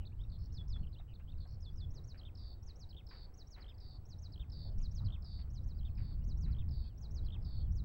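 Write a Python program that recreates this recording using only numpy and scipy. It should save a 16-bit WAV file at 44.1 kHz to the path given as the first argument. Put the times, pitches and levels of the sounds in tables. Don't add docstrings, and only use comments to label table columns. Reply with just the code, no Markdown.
import sys
import numpy as np
from scipy import signal
from scipy.io import wavfile
from scipy.ndimage import uniform_filter1d

SR = 44100
rng = np.random.default_rng(int(sys.argv[2]) if len(sys.argv) > 2 else 0)


def voltage_ratio(level):
    return 10 ** (np.asarray(level, float) / 20)


def wrap_up_sound(samples):
    columns = np.atleast_2d(samples).T
    tamed = np.clip(columns, -1, 1)
    steps = np.round(tamed * 32767).astype(np.int16)
    wavfile.write(sys.argv[1], SR, steps)


N = 345744

# pitch_hz, level_db, width_hz, flutter_db
SCAN_LINES = [
    (7867, -99.5, 4, 1),
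    (15201, -108, 30, 2),
    (15724, -85.5, 15, 4.6),
]
# frequency_hz, level_db
FIELD_SPECTRUM = [(60, -18.5), (140, -4.5), (250, -10), (400, -13), (750, -19), (1100, -24), (1600, -30),
                  (2200, -36), (3300, -40.5), (5000, -41.5), (6300, -46), (7200, -47.5), (11000, -49.5),
                  (16000, -45.5)]
# time_s, rumble_db
GUSTS = [(0.0, -39), (0.08, -45), (0.83, -39), (1.05, -50.5), (1.42, -40), (1.46, -47), (1.9, -40.5),
         (2.1, -48.5), (3.7, -52.5), (4.6, -42.5), (4.78, -35), (4.92, -41), (5.05, -31), (5.15, -43),
         (6.74, -33.5), (6.9, -45.5), (7.18, -39.5), (7.84, -36)]
# frequency_hz, level_db
RUMBLE_SPECTRUM = [(8, -19), (20, -3), (40, -4), (75, -4), (110, -12.5), (160, -20), (250, -34),
                   (400, -47.5), (900, -110)]
# middle_s, width_s, level_db
CROP_GUST = (7.31, 0.32, 4)
# pitch_hz, level_db, start_s, end_s
MACHINE = (754, -83.5, 2, 4.4)
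# start_s, peak_db, time_to_fall_60_db_s, low_edge_hz, high_edge_hz
BANGS = [(.61, -68, 0.16, 400, 1750), (0.758, -56.5, 0.046, 400, 1980), (.995, -60, 0.057, 400, 1960),
         (1.195, -59.5, 0.041, 500, 2560), (1.452, -61, 0.11, 400, 1460), (2.143, -62.5, 0.15, 1200, 2630),
         (2.685, -72, 0.23, 900, 2760), (3.108, -59, 0.33, 450, 2220), (3.561, -55.5, 0.23, 450, 2240),
         (4.798, -67.5, 0.09, 2200, 3180), (4.996, -65, 1, 500, 1400), (5.385, -63, 0.15, 500, 2580),
         (5.983, -62.5, 0.33, 500, 2300), (6.461, -62.5, 0.3, 800, 2430), (4.65, -60, 0.17, 450, 790)]
# start_s, peak_db, pitch_hz, time_to_fall_60_db_s
KNOCKS = [(.762, -72, 1700, 0.027), (.997, -56, 700, .04), (1.013, -63, 750, .04), (1.197, -66, 810, .03),
          (1.455, -59, 696, .04), (3.109, -68, 1850, .03), (3.124, -62, 1140, .04),
          (3.561, -69, 1500, 0.036), (3.576, -62, 930, .04), (4.8, -73, 2770, .05),
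          (5.977, -61, 2390, 0.054), (5.99, -71, 2320, .04), (6.121, -62, 1150, .04),
          (6.473, -66, 1690, .04), (6.493, -63.5, 1300, 0.047)]

# start_s, length_s, start_hz, end_hz, level_db
FAR_SLIDES = [(0.118, 0.019, 2090, 2900, -76.5), (.14, .14, 3270, 5500, -91),
              (0.917, .0093, 4460, 5170, -83), (1.204, .021, 2290, 2870, -78.5),
              (1.694, .03, 4200, 4920, -83), (1.725, .027, 6200, 4630, -85),
              (1.934, 0.015, 3170, 4130, -86), (3.592, .012, 4770, 4260, -78),
              (3.741, 0.013, 4960, 4300, -77), (4.715, 0.017, 5400, 4500, -77),
              (4.914, 0.02, 4350, 5000, -80), (4.972, .018, 2970, 3600, -81), (5.42, .022, 3500, 3000, -84),
              (5.885, .012, 5260, 4600, -85), (6.74, 0.054, 4300, 3800, -77),
              (1.105, .015, 5200, 4400, -89), (1.29, 0.0071, 4300, 4800, -85),
                (1.307, .008, 4700, 4000, -83), (1.315, 0.0091, 4500, 3800, -77),
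                (1.675, .022, 3800, 4350, -87), (1.76, .045, 3100, 2750, -95),
                (1.945, .012, 4000, 2800, -90), (2.05, 0.034, 3850, 4700, -90),
                (2.549, 0.062, 3980, 3620, -88), (2.915, .04, 4010, 4400, -90),
                (3.365, 0.032, 3880, 4700, -93), (3.71, 0.016, 5150, 4850, -87),
                (4.72, 0.027, 2950, 3100, -89), (5.548, 0.018, 3400, 2890, -86),
                (5.615, .012, 5100, 4800, -83), (5.64, .12, 2550, 3200, -97), (5.845, .04, 5000, 3930, -85),
                (6.185, .02, 5000, 4500, -86), (6.4, .04, 4170, 4750, -89), (6.462, 0.047, 4200, 3880, -83),
                (6.835, 0.053, 2650, 2500, -85), (7.025, .03, 3200, 3500, -90),
                (7.232, .01, 4600, 4900, -82), (7.378, 0.018, 5200, 4370, -90),
                (7.408, .013, 4800, 5070, -85),
              (.497, .018, 2720, 2980, -86), (.578, .03, 3100, 2700, -87), (.678, .013, 4270, 4970, -83),
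             (.7, .02, 3900, 3250, -87), (.889, .01, 5200, 4850, -87), (4.79, .01, 5000, 5500, -85),
             (4.802, .014, 5200, 4500, -84), (4.828, .01, 3800, 4500, -87), (4.846, .008, 3500, 4000, -88),
             (4.866, .008, 3100, 3500, -89), (4.954, .012, 3300, 3950, -85), (4.994, .01, 2900, 3500, -87),
             (5.002, 0.011, 4600, 4750, -78), (5.016, .01, 5000, 4900, -79)]
# start_s, length_s, top_hz, end_hz, level_db
FAR_ARCS = [(3.688, .014, 5200, 4700, -77), (0.77, 0.077, 4330, 4140, -83), (1.337, .03, 4000, 3500, -86),
            (4.934, .015, 4300, 4200, -81), (5.684, 0.018, 4300, 4200, -87),
            (5.743, 0.033, 4780, 4230, -81), (5.895, 0.026, 4330, 3850, -82.5),
            (6.213, 0.022, 2890, 2800, -84), (6.231, .024, 4600, 4370, -85), (7.216, 0.1, 3400, 3100, -84)]
# time_s, pitch_hz, level_db
FAR_CLIMB = [(0, 3150, -96), (.015, 3700, -88), (.03, 4150, -86), (.055, 4330, -87), (.08, 4330, -85),
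             (.088, 4280, -95)]
FAR_WAIL = [(0, 3030, -91), (.015, 3200, -78), (.045, 3400, -81), (.06, 3410, -82), (.075, 3070, -82),
            (.115, 2570, -98)]
# start_s, level_change_db
FAR_WAILS = [
    (6.833, -1.5),
    (7.596, -1.5),
]

# time_s, pitch_hz, level_db
ARCH = [(.004, 5300, -87), (.007, 5390, -72), (.011, 5570, -68), (.017, 6030, -72.5), (.0225, 6900, -82.5)]
SWOOP = [(.037, 7140, -92), (.044, 6590, -71), (.06, 5410, -66.5), (.078, 4375, -64.5), (.088, 3970, -62.5),
         (.095, 3836, -66), (.098, 3760, -77)]
STEP_UP = [(.004, 5050, -82), (.008, 5280, -73), (.012, 5800, -73), (.017, 7060, -90)]
STEP_DOWN = [(.017, 7060, -87), (.024, 5600, -72.5), (.032, 5150, -66.5), (.047, 4870, -74),
             (.055, 4380, -64.5), (.064, 3650, -67.5), (.074, 3450, -65), (.1, 3370, -64.5),
             (.1035, 3420, -86)]
TENT = [(0.003, 3220, -78), (0.008, 3820, -62.5), (0.013, 4330, -73), (0.015, 4720, -75),
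        (0.022, 4260, -61), (0.031, 3500, -66), (0.035, 3520, -84)]
SLIDE_DOWN = [(0.001, 5250, -76), (.005, 4860, -70), (0.01, 4500, -62.5), (0.018, 3750, -71)]
DOT = [(0.002, 3432, -79), (0.005, 3750, -64.5), (0.009, 3700, -73), (0.011, 3570, -93), (0.014, 2500, -88),
       (0.017, 2760, -72.5), (0.02, 2410, -86)]
PIP = [(.0015, 2700, -80), (.0033, 3150, -65), (.005, 3290, -61.5), (.0066, 3080, -65), (.0086, 2600, -79)]
HOOK = [(.004, 4250, -82), (.006, 4480, -70), (.011, 5000, -67), (.015, 5320, -68), (.0168, 5100, -79),
        (.0185, 4740, -66), (.022, 4420, -62.5), (.03, 3950, -61.5), (.034, 3880, -71)]
FALL = [(.029, 3050, -69), (.033, 3230, -63), (.0362, 3180, -67), (.038, 2780, -80), (.041, 2620, -69.5),
        (.045, 2530, -71), (.0468, 2330, -88), (.05, 2200, -76), (.056, 1900, -86)]
LEAD = [(.002, 5600, -85), (.006, 5270, -64.5), (.011, 4500, -68), (.0145, 3860, -69)]
# start_s, level_change_db
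ARCH_TIMES = [(1.8983, -1), (2.033, -0.5), (2.6206, 0), (2.7506, 0.5), (3.333, 0.2), (3.464, 1.2),
              (4.0475, -1), (4.178, 0.9), (4.7745, 2.5), (4.906, 2.5), (5.495, -2), (5.63, -6.5),
              (6.234, -1.5), (6.366, -1), (6.9703, -1), (7.1015, 1.5), (7.7125, -2)]
STEP_TIMES = [
    (0.518, 4.8),
    (0.673, 5.1),
    (1.5978, 1),
    (1.7507, 1.1),
]
TENT_TIMES = [
    (0.0473, 0),
    (1.132, -5),
]
SLIDE_TIMES = [
    (0.291, -7),
    (1.374, -9),
]
DOT_TIMES = [
    (.234, 0.21),
    (1.3177, 0.4),
]
# start_s, level_change_db, pitch_share
CHIPS = [
    (0.829, -7, 0.92),
    (0.8375, -3.5, 0.93),
    (0.846, -7, 0.87),
    (0.866, -4, 0.99),
    (0.875, -7, .93),
]
# start_s, length_s, start_hz, end_hz, level_db
FLOURISH = [
    (.927, 0.013, 3600, 4700, -69.5),
    (0.938, 0.018, 4380, 3200, -70),
    (0.956, 0.0255, 2570, 3140, -73),
    (0.984, 0.0073, 4100, 3150, -69),
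    (0.988, 0.019, 3950, 3600, -69),
    (1.009, 0.0096, 2800, 2400, -78),
]
# start_s, hook_db, pips_db, chup_db, gap_between_pips_s
CLOSES = [(2.17, 1, -0.5, -0.5, .0195), (2.885, 0.3, -1, 1, 0.018), (3.6, 0, 0, -1, .0208),
          (4.3145, 1.5, 0, 0.5, .0192), (5.041, 3.5, 2, 2, .0188), (5.768, -7, -4.5, -3, .019),
          (6.504, -3, -3, -1, .0188), (7.241, -1.5, 2, 2, .019)]
# lead_start_s, lead_db, trill_length_s, settled_beat_s, trill_db
LONG_TRILLS = [(2.347, 1.5, .1765, .01255, -1), (3.063, 2, .175, .01244, -.2),
               (3.7755, -3, .177, .0126, -2.5), (4.4933, -1, .185, .0126, 1.5),
               (5.218, -.5, .187, .01258, 0), (5.947, -9, .185, .0125, -6),
               (6.6825, -3.5, .19, .01253, -3.5), (7.4203, -5, .191, .0126, -2)]
TRILL_PITCH = [1.003, 1, 1, .995, .997, .989, .99, .974]
# share_of_beat, pitch_offset_hz, level_db
FLICK_BEAT = [(0, -820, -6.5), (.11, -820, -14), (.19, 800, -12.5), (.29, 360, -6), (.4, 20, -2),
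              (.64, -30, 0), (.79, 320, -4), (.89, -520, -5), (1, -820, -6.5)]
SWING_BEAT = [(0, -850, -13), (.15, 1250, -24), (.24, 1000, -4), (.42, 130, -1.5), (.56, -20, 0),
              (.71, 280, -6), (.81, 1080, -.5), (.91, 1230, 1), (1, -850, -13)]
HOP_BEAT = [(0, -750, -15), (.3, -100, -3), (.5, 60, 0), (.7, -100, -3), (1, -750, -15)]
THROB_BEAT = [(0, -150, -22), (.5, 30, 0), (1, -150, -22)]
DIP_BEAT = [(0, -750, -7), (.25, -70, -1), (.5, 30, 0), (.75, -130, -1), (1, -750, -7)]
# share_of_length, pitch_hz, level_db, beat_depth (0 to 1)
LONG_CARRIER = [(0, 5500, -76, .05), (.014, 5260, -62, .1), (.032, 5020, -61, .3), (.048, 4780, -61, 1.05),
                (.13, 4610, -61, 1), (.4, 4520, -60, 1), (.9, 4420, -61, 1), (.98, 4400, -64, 1),
                (1, 4400, -74, 1)]
SHORT_CARRIER = [(0, 4800, -78, .1), (.06, 4450, -66, .3), (.14, 4250, -68, .8), (.9, 4050, -70, .8),
                 (1, 4050, -80, .8)]
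WAVE_CARRIER = [(0, 4150, -82, .6), (.15, 4300, -72, 1), (.85, 4280, -69, 1), (1, 4400, -78, .9)]
BUZZ_CARRIER = [(0, 2950, -85, 0.77), (.2, 3010, -71, 0.93), (.8, 2910, -72, 0.92), (.92, 2660, -77, 0.5),
                (1, 2720, -67, 0.25)]
RISE_CARRIER = [(0, 3340, -96, .95), (.2, 3060, -69.5, 0.8), (.5, 3230, -68, 0.28), (.82, 3690, -68, 0.011),
                (.87, 3740, -77, 0.0082), (.93, 3060, -72, 0.0089), (1, 2790, -87, .01)]
CHUP_CARRIER = [(0, 3560, -66, .7), (.07, 3620, -62, .9), (.4, 3670, -62, .9), (.65, 3640, -62, .75),
                (.9, 3540, -62.5, .65), (1, 3350, -66, .65)]


def evened(x):
    return x / np.sqrt(np.mean(abs(x) ** 2) + 1e-20)


def read(points, hz):
    f, value = np.transpose(points)
    return np.interp(np.log(hz + 1), np.log(f + 1), value)


def add(mix, s, sound):
    start = round(s * SR)
    part = mix[max(start, 0):][:len(sound) + min(start, 0)]
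    part += sound[max(-start, 0):][:len(part)]


def drift(count, size):
    once = uniform_filter1d(rng.standard_normal(count), size)
    return evened(uniform_filter1d(once, size))


def noise(level_db, patchy_db, size):
    frames = 4 * N // size + 5
    hz = np.fft.rfftfreq(size, 1 / SR)[:, None]
    t = np.arange(frames) * size / 4 / SR
    a, b, patches = rng.standard_normal((frames, len(hz), 3)).T
    patches = uniform_filter1d(patches, size=8, axis=0)
    patches = evened(uniform_filter1d(patches, size=6, axis=1))
    db = level_db(hz, t) + patchy_db * patches / (1 + (hz / 6000) ** 2)
    return signal.istft((a + 1j * b) * voltage_ratio(db), nperseg=size, noverlap=3 * size // 4)[1][:N]


def whistle(hz, db, flutter_db=1):
    count = len(hz)
    hz = uniform_filter1d(hz, size=20, mode="nearest") * (1 + .003 * drift(count, size=30))
    db = uniform_filter1d(db, size=20, mode="nearest") + flutter_db * drift(count, size=90)
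    tone = np.sin(2 * np.pi * np.cumsum(hz) / SR)
    return np.sqrt(2) * voltage_ratio(db) * tone * signal.windows.tukey(count, min(80 / count, 1))


def slur(length, start_hz, middle_hz, end_hz, db, flutter_db):
    u = np.linspace(0, 1, round(length * SR))
    curve = np.polyval(np.polyfit([0, .5, 1], [start_hz, middle_hz, end_hz], 2), u)
    return whistle(curve, db + 0 * u, flutter_db) * signal.windows.tukey(len(u), .35)


def slide(length, start_hz, end_hz, db, flutter_db):
    midway = min(.6 + 3.5 * length, .84) if end_hz > start_hz else .5
    middle_hz = start_hz + midway * (end_hz - start_hz)
    return slur(length, start_hz, middle_hz, end_hz, db, flutter_db)


def syllable(shape, db, pitch=1):
    s, hz, level_db = np.transpose(shape)
    t = np.arange(s[0], s[-1], 1 / SR)
    level_db = 40 * np.log10(np.interp(t, s, voltage_ratio(level_db / 2)))
    sung = whistle(pitch * np.interp(t, s, hz), level_db + db, flutter_db=.6)
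    return np.r_[np.zeros(round(s[0] * SR)), sung]


def trill(carrier, beat, length, db, beat_s, hurry_s=0, settle_s=.062, first=0, pitch=1, slur_share=1):
    t = np.arange(round(length * SR)) / SR
    share_of_length, *columns = np.transpose(carrier)
    hz, level_db, depth = (np.interp(t / length, share_of_length, c) for c in columns)
    beats = np.cumsum(1 / (beat_s - hurry_s * np.exp(-t / settle_s))) / SR
    share = (first + beats + .03 * drift(len(t), size=300)) % 1
    share_of_beat, *columns = np.transpose(beat)
    bend_hz, dip_db = (np.interp(share, share_of_beat, c) for c in columns)
    depth = depth * (1 + .1 * drift(len(t), size=250))
    apart = np.minimum(slur_share + t / settle_s / 4, 1)
    return whistle(pitch * hz + depth * bend_hz, level_db + db + depth * dip_db * apart, flutter_db=1.7)


def line_scan():
    out, t = np.zeros(N), np.arange(N) / SR
    for hz, db, width_hz, flutter_db in SCAN_LINES:
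        flutter = np.minimum(drift(N, size=900), 1) + .1 * (t - 4)
        cycles = hz * t + np.cumsum(width_hz * drift(N, size=600)) / SR
        out += np.sqrt(2) * voltage_ratio(db + flutter_db * flutter) * np.cos(2 * np.pi * cycles)
    return out


def field():
    t = np.arange(N) / SR
    lag_s = .071
    gust_db = uniform_filter1d(np.interp(t, *np.transpose(GUSTS)), round(lag_s * SR), mode="nearest")
    machine = np.clip(np.minimum(t - MACHINE[2], MACHINE[3] - t) / .4 + 1, 0, 1)
    middle_s, width_s, crop_db = CROP_GUST
    db = .23 * (gust_db - gust_db.mean())
    db += 2.5 * machine
    db += crop_db * np.exp(-((t - middle_s) / width_s) ** 2)
    db -= db.mean()

    def swell(hz, s):
        return read(FIELD_SPECTRUM, hz) + np.interp(s, t, db) / (1 + (hz / 2700) ** 4)

    return voltage_ratio(-66) * evened(noise(swell, 2.1, size=1024))


def wind():
    s, rumble_db = np.transpose(GUSTS)

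    def steady(hz, t):
        return read(RUMBLE_SPECTRUM, hz) + 0 * t

    def gusty(hz, t):
        gust_db = np.interp(t, s, rumble_db)
        reach = .14 * (gust_db + 41) * np.clip(np.log2(hz / 90 + .029), 0, 1)
        return read(RUMBLE_SPECTRUM, hz) + gust_db + reach

    rumble = noise(gusty, 1.25, size=2048) / np.std(noise(steady, 0, size=2048))
    return rumble * voltage_ratio(.63 * drift(N, size=900) + .4 * drift(N, size=3500))


def machine_hum():
    hz, db, start, end = MACHINE
    out, count = np.zeros(N), round((end - start) * SR)
    tone = whistle(np.full(count, hz * 1.), db + 2 * drift(count, size=5000))
    add(out, start, tone * signal.windows.tukey(count, .4))
    return out


def bangs():
    out, t = np.zeros(N), np.arange(SR // 2) / SR
    for s, db, t60, low_hz, high_hz in BANGS:
        band = signal.butter(3, [low_hz, high_hz], "band", fs=SR, output="sos")
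        burst = evened(signal.sosfilt(band, rng.standard_normal(len(t))))
        fade = voltage_ratio(-60 * t / t60) + voltage_ratio(-10 - 60 * t / (4 * t60))
        shape = fade * np.minimum(t / .004, 1)
        shape = shape * voltage_ratio(2.2 * drift(len(t), size=200))
        add(out, s, voltage_ratio(db - 7) * burst * shape)
    return out


def knocks():
    out, t = np.zeros(N), np.arange(SR // 8) / SR
    for s, db, hz, t60 in KNOCKS:
        wobble = np.cumsum(1 + .08 * drift(len(t), size=60)) / SR
        level = voltage_ratio(db - 60 * t / t60) * np.minimum(t / .0015, 1)
        add(out, s, level * np.sin(2 * np.pi * hz * wobble))
    return out


def ground_echoes(x):
    t60, delay_s, low_hz = .22, .0041, 4400
    t = np.arange(SR // 2) / SR
    hits = rng.choice([-1., 1.], len(t)) * (rng.random(len(t)) < .05)
    taps = hits * voltage_ratio(-60 * t / t60) * (t > delay_s)
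    high_pass = signal.butter(3, low_hz, "high", fs=SR, output="sos")
    bright = signal.sosfilt(high_pass, taps / np.linalg.norm(taps))
    echoes = signal.hilbert(signal.fftconvolve(x, bright)[:N])
    return (echoes * np.exp(1.6j * drift(N, size=250))).real


def far_lark():
    out = np.zeros(N)
    for s, *note in FAR_SLIDES:
        add(out, s, slide(*note, flutter_db=1.5))
    add(out, .484, syllable(FAR_CLIMB, 0))
    for s, db in FAR_WAILS:
        add(out, s, syllable(FAR_WAIL, db))
    for s, length, top_hz, end_hz, db in FAR_ARCS:
        add(out, s, slur(length, .9 * top_hz, top_hz, end_hz, db, flutter_db=2.5))
    return out


def opening_trills(out):
    for s, db, late_s in [(0, 1, .0005), (1.0845, .91, .0022)]:
        add(out, s - .0075, trill(BUZZ_CARRIER, HOP_BEAT, .057, db, .0081, first=.05))
        add(out, s + .185, trill(RISE_CARRIER, THROB_BEAT, .04, db, .0044, first=.15))
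        add(out, s + .316, trill(SHORT_CARRIER, FLICK_BEAT, .058, db, .009, first=.02, slur_share=.6))
        add(out, s + .379 + late_s, trill(WAVE_CARRIER, SWING_BEAT, .095, db, .017, first=.12))


def phrase_closes(out):
    pip_after_s, chup_after_s = .0408, .078
    for s, hook_db, pips_db, chup_db, gap_s in CLOSES:
        add(out, s, syllable(HOOK, hook_db))
        add(out, s + pip_after_s, syllable(PIP, pips_db))
        add(out, s + pip_after_s + gap_s, syllable(PIP, pips_db))
        chup = trill(CHUP_CARRIER, DIP_BEAT, .0275, chup_db, .0065, first=-.04)
        add(out, s + chup_after_s + .002, chup)
        add(out, s + chup_after_s, syllable(FALL, chup_db))


def long_trills(out):
    for (s, lead_db, length, beat_s, db), pitch in zip(LONG_TRILLS, TRILL_PITCH):
        add(out, s, syllable(LEAD, lead_db))
        sung = trill(LONG_CARRIER, FLICK_BEAT, length, db, beat_s, hurry_s=.00475,
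                     first=-.15, pitch=pitch, slur_share=.8)
        add(out, s + .0245, sung)


def lark():
    out = np.zeros(N)
    for shape, times in [(ARCH, ARCH_TIMES), (SWOOP, ARCH_TIMES), (STEP_UP, STEP_TIMES),
                         (STEP_DOWN, STEP_TIMES), (TENT, TENT_TIMES), (SLIDE_DOWN, SLIDE_TIMES),
                         (DOT, DOT_TIMES)]:
        for s, db in times:
            add(out, s, syllable(shape, db))
    for s, db, pitch in CHIPS:
        add(out, s, syllable(PIP, db, pitch))
    for s, *stroke in FLOURISH:
        add(out, s, slide(*stroke, flutter_db=1))
    opening_trills(out)
    phrase_closes(out)
    long_trills(out)
    return out


def scene():
    background = line_scan() + field() + wind() + machine_hum() + bangs() + knocks()
    far, near = far_lark(), lark()
    echoes = voltage_ratio(-10.5) * ground_echoes(near + voltage_ratio(2) * far)
    return (background + far + echoes + near)[None]


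def low_pass(x):
    return signal.sosfilt(signal.butter(12, 15780, fs=SR, output="sos"), x)


def record(dry):
    ceiling = .06
    return low_pass(ceiling * np.tanh(dry / ceiling))


dry = scene()
out = record(dry)
wrap_up_sound(out)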